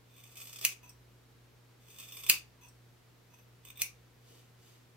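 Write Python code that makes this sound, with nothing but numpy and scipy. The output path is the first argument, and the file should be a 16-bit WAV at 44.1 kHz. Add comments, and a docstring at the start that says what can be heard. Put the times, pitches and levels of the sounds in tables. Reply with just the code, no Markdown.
"""Crunching hair and three sharp steel snaps in a small tiled bathroom, over mains hum and faint hiss.
Clicks of severed strands ring the scissor blades; a snap is a chattering blow plus steel modes.
Thin whistles glide along the edges, the blades scrape softly open, and fingers brush the hair at the end.
A two-port microphone hears the walls about as strongly as the scissors, and the right port hears them first."""
import sys
import numpy as np
from scipy import signal
from scipy.fft import rfft, irfft
from scipy.io import wavfile
from scipy.ndimage import uniform_filter1d

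SR = 44100
rng = np.random.default_rng(int(sys.argv[2]) if len(sys.argv) > 2 else 0)


def master_out(mix):
    """Clip the mix to full scale and print it as 16-bit PCM to the path in sys.argv[1]."""
    frames = np.transpose(np.atleast_2d(mix))
    ceiling = np.clip(frames, -1, 1)
    pcm = np.round(ceiling * 32767).astype(np.int16)
    wavfile.write(sys.argv[1], SR, pcm)


N = 219088  # length in samples
TIME = np.arange(N) / SR  # s
FREQS = np.fft.rfftfreq(N, 1 / SR)  # Hz


def amp(db):
    """Decibels to gain."""
    return 10 ** (np.asarray(db) / 20)


def unit(x):
    """Scales to an rms of 1."""
    return x / np.sqrt(np.mean(x ** 2) + 1e-30)


def read(points, hz):
    """Reads a table on a log-frequency axis."""
    f, value = np.transpose(points)
    return np.interp(np.log(hz + 1), np.log(f + 1), value)


def humps(modes):
    """Gain over frequency of a set of resonances, their powers added."""
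    power = sum(amp(db) ** 2 / (1 + ((FREQS - hz) / width) ** 2) ** 2 for hz, width, db in modes)
    return np.sqrt(power)


def colour(x, gain):
    """Minimum-phase filter of the given shape that keeps the power of white noise."""
    log_gain = np.log(np.maximum(unit(gain), 1e-5))
    circle = np.concatenate([log_gain, log_gain[-2:0:-1]])
    response = np.exp(np.conj(signal.hilbert(circle)))[:len(gain)]
    return irfft(rfft(x) * response, N)


def wander(rate_hz):
    """Smooth random curve, rms 1."""
    return unit(irfft(rfft(rng.standard_normal(N)) * np.exp(-(FREQS / rate_hz) ** 2), N))


def grains(per_s, spread_db):
    """Random tiny clicks of uneven size and either sign, rms 1."""
    size = amp(spread_db * np.minimum(rng.exponential(1, N), 3))
    sign = rng.choice([-1, 1], N)
    return unit(size * sign * (rng.random(N) < per_s / SR))


def bursts(rows, decay_s, rise_s=0.00076):
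    """Gain over time of sudden slips that die away, their powers added."""
    power = np.zeros(N)
    for s, db in rows:
        age = np.maximum(TIME - s, 0)
        power += (amp(db) * (1 - np.exp(-age / rise_s)) * np.exp(-age / decay_s)) ** 2
    return np.sqrt(power)


def approach(rows, build_s):
    """A share that grows to 1 as each event draws near and drops when it happens."""
    return np.max([np.exp(-abs(TIME - s) / build_s) * (TIME < s) for s, *_ in rows], axis=0)


def chatter(contact):
    """Random tiny pulses under a short envelope, with their energy spread evenly over frequency."""
    x = contact * rng.standard_normal(len(contact))
    for _ in range(3):  # flatten the spectrum, then reshape in time
        x = np.sqrt(contact) * irfft(np.exp(1j * np.angle(rfft(x))), len(x))
    return unit(x) * np.sqrt(np.mean(contact ** 2))


def placed(s, sound):
    """A short sound set at its moment on a silent track."""
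    return np.concatenate([np.zeros(round(s * SR)), sound, np.zeros(N)])[:N]


# colour of the room hiss: freq_hz [Hz], relative_level_db [dB]
AIR_COLOUR = [(60, -18), (150, -8), (270, -6.5), (340, -6), (460, -7), (700, -11), (1100, -12.5),
              (2000, -15), (4300, -19), (7500, -24.5), (10200, -31), (12500, -24.5), (15500, -32.5)]
# share of the hiss common to both microphone ports: freq_hz [Hz], share [0-1]
SHARED_HISS = [(150, 0.05), (300, 0.5), (600, 0.2), (2000, 0.3), (15000, 0)]
# colour of the low rumble: freq_hz [Hz], relative_level_db [dB]
RUMBLE_COLOUR = [(20, -15.5), (45, -4), (90, -1), (160, -1.5), (260, -12.5), (500, -26.5)]
# steady tones of the mains hum, lowest first: freq_hz [Hz], level_db [dB]
MAINS_HUM = [(60, -75.5), (120, -63.5), (180, -83), (240, -83.5), (260, -81), (360, -83.5), (452, -83),
             (480, -84.5)]
# the lowest hum swells slowly: period [s], a crest [s], rise and fall about its level [dB]
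HUM_SWELL_S, HUM_SWELL_AT_S, HUM_SWELL_DB = 1.5, 0.95, 5


def room_tone(air_db=-66, rumble_db=-73, apart=0.71, waver=.14):
    """Hiss and rumble partly shared by the ports, and a slightly wavering mains hum common to both."""
    noise = rfft(rng.standard_normal((3, N)))
    same = np.clip(read(SHARED_HISS, FREQS), 0, 1)
    hiss = irfft(np.sqrt(1 - same) * noise[:2] + np.sqrt(same) * noise[2], N)
    air = colour(hiss, amp(read(AIR_COLOUR, FREQS)))
    low_noise = rng.standard_normal(N) + apart * rng.standard_normal((2, N))
    rumble = colour(low_noise, amp(read(RUMBLE_COLOUR, FREQS)))
    tones = []
    for hz, db in MAINS_HUM:
        level = np.sqrt(2) * amp(db) * (1 + waver * wander(rate_hz=7))
        tones.append(level * np.sin(2 * np.pi * (hz * TIME + rng.random())))
    swell_db = HUM_SWELL_DB * np.cos(2 * np.pi * (TIME - HUM_SWELL_AT_S) / HUM_SWELL_S)
    hum = tones[0] * amp(swell_db) + sum(tones[1:])
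    return amp(air_db) * air + amp(rumble_db) * rumble + hum


# a squeeze builds from a light touch to the full bite, then eases as the lock thins
TOUCH_DB, EASE_DB_PER_S = -22, -6


def squeeze(start, bite, end, db):
    """Gain over time of one squeeze: it builds to the bite, holds while easing, and stops."""
    build_db = TOUCH_DB * np.clip((bite - TIME) / (bite - start), 0, 1)
    ease_db = EASE_DB_PER_S * np.clip(TIME - bite, 0, 1)
    gain = amp(db + build_db + ease_db) * (TIME > start) * (TIME < end)
    return uniform_filter1d(gain, size=180)  # soften the ends over 4 ms


# squeezes of the handles: start_s [s], full_bite_s [s], end_s [s], relative_level_db [dB],
# crackle_vs_blades_db [dB], the hair between the edges as crackle against blade resonance
SQUEEZES = [(0.06, 0.164, 0.352, -59.5, -6), (0.34, 0.372, 0.73, -49.5, 7.5),
            (1.8, 2.0, 2.396, -48.5, -0.5), (3.63, 3.66, 3.712, -54.5, -7),
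            (3.762, 3.802, 3.802, -40.5, -26)]
# bundles of strands giving way: start_s [s], relative_level_db [dB]
BUNDLES = [(0.1622, -57), (0.2355, -50), (0.3545, -51), (0.3695, -45), (0.454, -49), (0.4705, -46),
           (0.528, -42.5), (0.5585, -43.5), (0.585, -40), (0.6115, -41.5), (1.986, -46), (2.085, -47.5),
           (2.121, -42), (2.1675, -42), (2.235, -38.5), (2.2645, -38.5), (3.65, -50.5), (3.701, -46),
           (3.7565, -54), (3.773, -47.5)]
# broad crackle of the strands: freq_hz [Hz], relative_level_db [dB]
STRAND_CRACKLE = [(150, -20.5), (500, -11), (1500, -18.5), (2200, -11.5), (4300, -10), (5800, -7.5),
                  (8000, -7), (10600, -17.5), (12500, -8), (16000, -17.5)]
# resonances of the blades loaded with hair: freq_hz [Hz], width_hz [Hz], relative_level_db [dB]
LOADED_BLADES = [(1077, 89, -7.5), (2554, 270, 0), (3529, 160, 3), (5800, 140, -11), (6250, 270, -8),
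                 (7770, 130, -10), (8400, 440, -6.5), (11840, 310, -9), (14340, 900, -6.5),
                 (14870, 330, -7.5)]
# blade resonances that grow towards the tips: freq_hz [Hz], width_hz [Hz], relative_level_db [dB]
TIP_MODES = [(3460, 130, 0), (5950, 260, -4)]
TIP_S = .05  # they build at this time constant before the snap
CRUNCH_S = 0.0057  # decay time constant of a bundle
STALL_DB, STALL_S = -7, .016  # the edges stall against a bundle just before it gives way


def cutting(shear_db=-4, crunch_db=1, slip_hz=110, tip_db=-7):
    """Severed strands click, heard as dry crackle and through the blades; the edges stick and slip."""
    slipping = amp(2.8 * wander(slip_hz)) * grains(per_s=1900, spread_db=4)
    stall_db = STALL_DB * approach(BUNDLES, STALL_S)
    pressure = sum(squeeze(start, bite, end, db) for start, bite, end, db, hair_db in SQUEEZES)
    shear = amp(shear_db + stall_db) * pressure * slipping
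    crunches = bursts(BUNDLES, CRUNCH_S) * grains(per_s=9200, spread_db=8.0)
    clicks = shear + amp(crunch_db) * crunches
    start, bite, end, db, hair_db = np.transpose(SQUEEZES)
    load = amp(np.interp(TIME, bite, hair_db))
    crackle = colour(clicks, amp(read(STRAND_CRACKLE, FREQS)))
    blades = colour(clicks, humps(LOADED_BLADES))
    tips = amp(tip_db) * colour(clicks * approach(BLADE_SNAPS, TIP_S), humps(TIP_MODES))
    return (load * crackle + blades) / (1 + load) + tips


# edge squeaking on edge: start_s [s], length_s [s], start_pitch_hz [Hz], glide_hz_per_s [Hz/s],
# relative_level_db [dB]
EDGE_SQUEAKS = [(0.363, .12, 12600, -8500, -59), (2.106, .145, 12650, -8000, -56),
                (2.288, 0.014, 11270, 229999, -26), (3.335, 0.12, 11700, 16000, -74.5),
                (3.76, 0.048, 12500, 20000, -63)]


def squeaks(squeak_db=-4):
    """A thin, broken whistle that glides as the crossing point moves along the edges."""
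    out = np.zeros(N)
    for start, length, hz, glide, db in EDGE_SQUEAKS:
        age = np.clip(TIME - start, 0, length)
        fuzz = wander(rate_hz=380) + 1j * wander(rate_hz=380)
        turn = np.exp(2j * np.pi * np.cumsum(hz + glide * age) / SR)
        whistle = unit((fuzz * turn).real)
        out += amp(db) * np.sqrt(abs(np.sin(np.pi * age / length))) * whistle
    return amp(squeak_db + 3 * wander(rate_hz=90)) * out


# blades snapping shut: start_s [s], level_db [dB], treble_tilt_db_per_octave [dB/octave],
# blow_pitch_factor [ratio], contact_band_hz [Hz], knock_db [dB], ring_db [dB], run_in_db [dB],
# run_in_s [s]; the last three levels are relative to the snap
BLADE_SNAPS = [(0.6493, -14.5, -1.5, 1.01, 6150, -29, -6, -20.5, 0.01),
               (2.2974, -9.5, -1, 1.02, 4750, -22, -6.5, -16, 0.0048),
               (3.818, -19.5, 0.6, 0.945, 5900, -28, -10, -16.5, 0.0087)]
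# colour of the steel-on-steel blow: freq_hz [Hz], relative_level_db [dB]
BLOW_COLOUR = [(100, -36.5), (1300, -21), (1900, -7.5), (2550, 11.5), (3300, -8.5), (4600, -2),
               (5400, -5.5), (6400, 0), (7800, -3.5), (10500, 2), (12200, -1.5), (14500, 3.5),
               (16000, -3.5)]
# modes of the closed scissors: freq_hz [Hz], relative_level_db [dB], t60_s [s]
CLOSED_MODES = [(2207, -12, .1), (2360, -11, .06), (2525, -5, .09), (2700, -3, .07), (2862, -13, .06),
                (4620, -14, .09), (5940, -12, .09), (6428, -11, .08), (9200, -12, .08), (10530, -14, .08),
                (11440, -12, .08), (13215, -15, .08), (14000, -16, .08)]
# colour of the handle knock: freq_hz [Hz], relative_level_db [dB]
HANDLE_COLOUR = [(40, -10.5), (130, 2), (350, 0), (700, -7), (1100, 3), (2200, -3), (5000, -27.5)]


def snaps(chatter_s=0.0012, chatter_width=0.00066, ring_db=-15, ring_rise=0.0005, settle_db=-12,
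          settle_s=0.0016):
    """Blades rush through the last strands, chatter together and ring; the handles knock dully."""
    steel, knock = np.zeros(N), np.zeros(N)
    t = np.arange(SR // 4) / SR
    clash = np.exp(-.5 * ((t - chatter_s) / chatter_width) ** 2)
    contact = clash + amp(settle_db) * np.exp(-t / settle_s)
    blades = np.hypot(humps(LOADED_BLADES), amp(read(STRAND_CRACKLE, FREQS)))
    for s, db, tilt_db, pitch, spot_hz, knock_db, steel_db, run_db, run_s in BLADE_SNAPS:
        force = placed(s, chatter(contact))
        # where the edges meet favours one band
        spot_db = 5 * np.exp(-.5 * ((FREQS - spot_hz) / 380) ** 2)
        slope_db = tilt_db * np.log2((FREQS + 500) / 6000)
        blow = colour(force, amp(read(BLOW_COLOUR, FREQS / pitch) + spot_db + slope_db))
        ring = np.zeros(len(t))
        for hz, mode_db, t60 in CLOSED_MODES:
            ring += amp(mode_db - 60 * t / t60) * np.sin(2 * np.pi * (hz * t + rng.random()))
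        ring = placed(s, ring * (1 - np.exp(-t / ring_rise)))
        rush = np.exp(-abs(TIME - s) / run_s) * (TIME < s)
        run_in = colour(grains(per_s=9000, spread_db=-1.0) * rush, blades)
        steel += amp(db) * (blow + amp(ring_db + steel_db) * ring + amp(run_db) * run_in)
        knock += amp(db + knock_db) * force
    return steel, colour(knock, amp(read(HANDLE_COLOUR, FREQS)))


RUB_EDGE_S, RUB_FADE_DB = 0.0039, -4.5  # a rub starts and stops quickly and weakens along the way


def rub(start, length, db):
    """Gain over time of steel sliding on steel: quick attack, fading hold, quick release."""
    age = TIME - start
    fade_db = RUB_FADE_DB * np.clip(age / length, 0, 1)
    return amp(db + fade_db) * np.clip(np.minimum(age, length - age) / RUB_EDGE_S, 0, 1)


# blades rubbing as they open: start_s [s], length_s [s], relative_level_db [dB]
OPENING_RUBS = [(0.826, 0.084, -60), (2.608, 0.081, -60.5), (3.299, 0.12, -71), (3.334, 0.017, -62.5),
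                (3.379, .022, -65)]
# resonances of the free blades: freq_hz [Hz], width_hz [Hz], relative_level_db [dB]
FREE_BLADES = [(985, 74, 6), (2620, 116, 9), (3400, 110, -1), (6100, 190, 5), (8000, 440, -8.5),
               (12000, 560, -8), (14700, 950, -11)]
# the pivot catches as it opens: start_s [s], level_db [dB]
PIVOT_CATCHES = [(0.892, -49.5), (2.657, -61), (2.684, -56.5)]
# resonances of the pivot: freq_hz [Hz], width_hz [Hz], relative_level_db [dB]
PIVOT_MODES = [(5620, 260, 0), (8150, 400, -4), (9650, 250, -10), (11700, 400, -10), (14900, 900, -9)]
CATCH_S = 0.0057  # decay time constant of a catch


def opening(rub_db=-3, hiss_db=-19, slip_hz=100):
    """The empty blades judder apart, sounding their free resonances, and the pivot catches."""
    judder = amp(2 * wander(slip_hz)) * grains(per_s=4000, spread_db=4)
    stroke = amp(rub_db) * sum(rub(*row) for row in OPENING_RUBS)
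    scrape = colour(stroke * judder, humps(FREE_BLADES) + amp(hiss_db))
    catches = bursts(PIVOT_CATCHES, CATCH_S) * rng.standard_normal(N)
    return scrape + colour(catches, humps(PIVOT_MODES))


# fingers brushing through hair: fastest_s [s], relative_level_db [dB]
BRUSH_PASSES = [(4.31, -63), (4.665, -65)]
# colour of the rustling hair: freq_hz [Hz], relative_level_db [dB]
HAIR_COLOUR = [(150, -11), (450, 6.5), (800, -5.5), (1800, -9.5), (3100, 0), (5000, -5.5), (6500, -2),
               (10500, -11.5), (13000, -7), (16000, -14)]
BRUSH_RISE_S, BRUSH_FALL_S = 0.05, 0.096  # each pass swells and dies away more slowly


def brushing(brush_db=-3):
    """Soft, dense rustle of hair under the fingers, made of crowded tiny clicks."""
    passes = np.zeros(N)
    for s, db in BRUSH_PASSES:
        spread_s = np.where(TIME < s, BRUSH_RISE_S, BRUSH_FALL_S)
        passes += amp(db) * np.exp(-.5 * ((TIME - s) / spread_s) ** 2)
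    rustle = passes * grains(per_s=13000, spread_db=5.5)
    return amp(brush_db) * colour(rustle, amp(read(HAIR_COLOUR, FREQS)))


# reverberation of the tiled walls: freq_hz [Hz], t60_s [s]
TILE_DECAY = [(150, 0.32), (600, 0.25), (2500, .22), (6000, 0.22), (11000, 0.17), (16000, 0.15)]


def bathroom(x, wet_db, early_db, early_s=0.0085, gap_s=0.00066):
    """Direct sound, a quick scatter from near surfaces and the tail of the tiled walls."""
    t = np.arange(SR // 2) / SR
    signs = rng.choice([-1., 1.], (2, len(t)))
    taps = signs * (rng.random((2, len(t))) < 7000 / SR) * (t > gap_s)
    hz, frames, z = signal.stft(taps, SR, nperseg=128)
    decay = amp(-60 * frames / read(TILE_DECAY, hz)[:, None])
    tail = signal.istft(z * decay, SR, nperseg=128)[1][:, :len(t)]
    early = np.array([chatter(np.exp(-t / early_s)) for port in range(2)])
    echo = (amp(wet_db) * unit(tail) + amp(early_db) * unit(early)) / np.sqrt(len(t))
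    return x + signal.fftconvolve(x[None], echo, axes=1)[:, :N]


# left microphone port against the right: freq_hz [Hz], level_db [dB]
LEFT_LEAN = [(300, 6), (1200, -2.5), (2500, -0.5), (4000, 3), (7000, 3), (10000, -2), (15000, -2)]
# left microphone port behind the right: freq_hz [Hz], lag_rad [rad]
LEFT_LAG = [(20, 0.18), (800, 2.5), (2500, 0.65), (4000, 1.8), (7000, 2), (15000, 1.5)]


def scene():
    """Scissors and hair in the room; the sound reaches the right port first."""
    cut = cutting() + squeaks()
    steel, knock = snaps()
    near = bathroom(cut + opening() + brushing(), wet_db=-2, early_db=-1.5)
    near += bathroom(steel, wet_db=-3, early_db=-2.5)
    near += bathroom(knock, wet_db=-2.5, early_db=-1.5)
    # each port takes half of the level and phase difference
    port = amp(read(LEFT_LEAN, FREQS) / 2) * np.exp(-.5j * read(LEFT_LAG, FREQS))
    return irfft(rfft(near) * [port, 1 / port], N) + room_tone()


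EDGE_HZ = 15900  # top of the recorder's band


def record(dry):
    """The recorder's band limit, a steep linear-phase low-pass."""
    low_pass = signal.firwin(301, EDGE_HZ, window=("kaiser", 8), fs=SR)
    return signal.oaconvolve(dry, low_pass[None], "same")


dry = scene()
out = record(dry)
master_out(out)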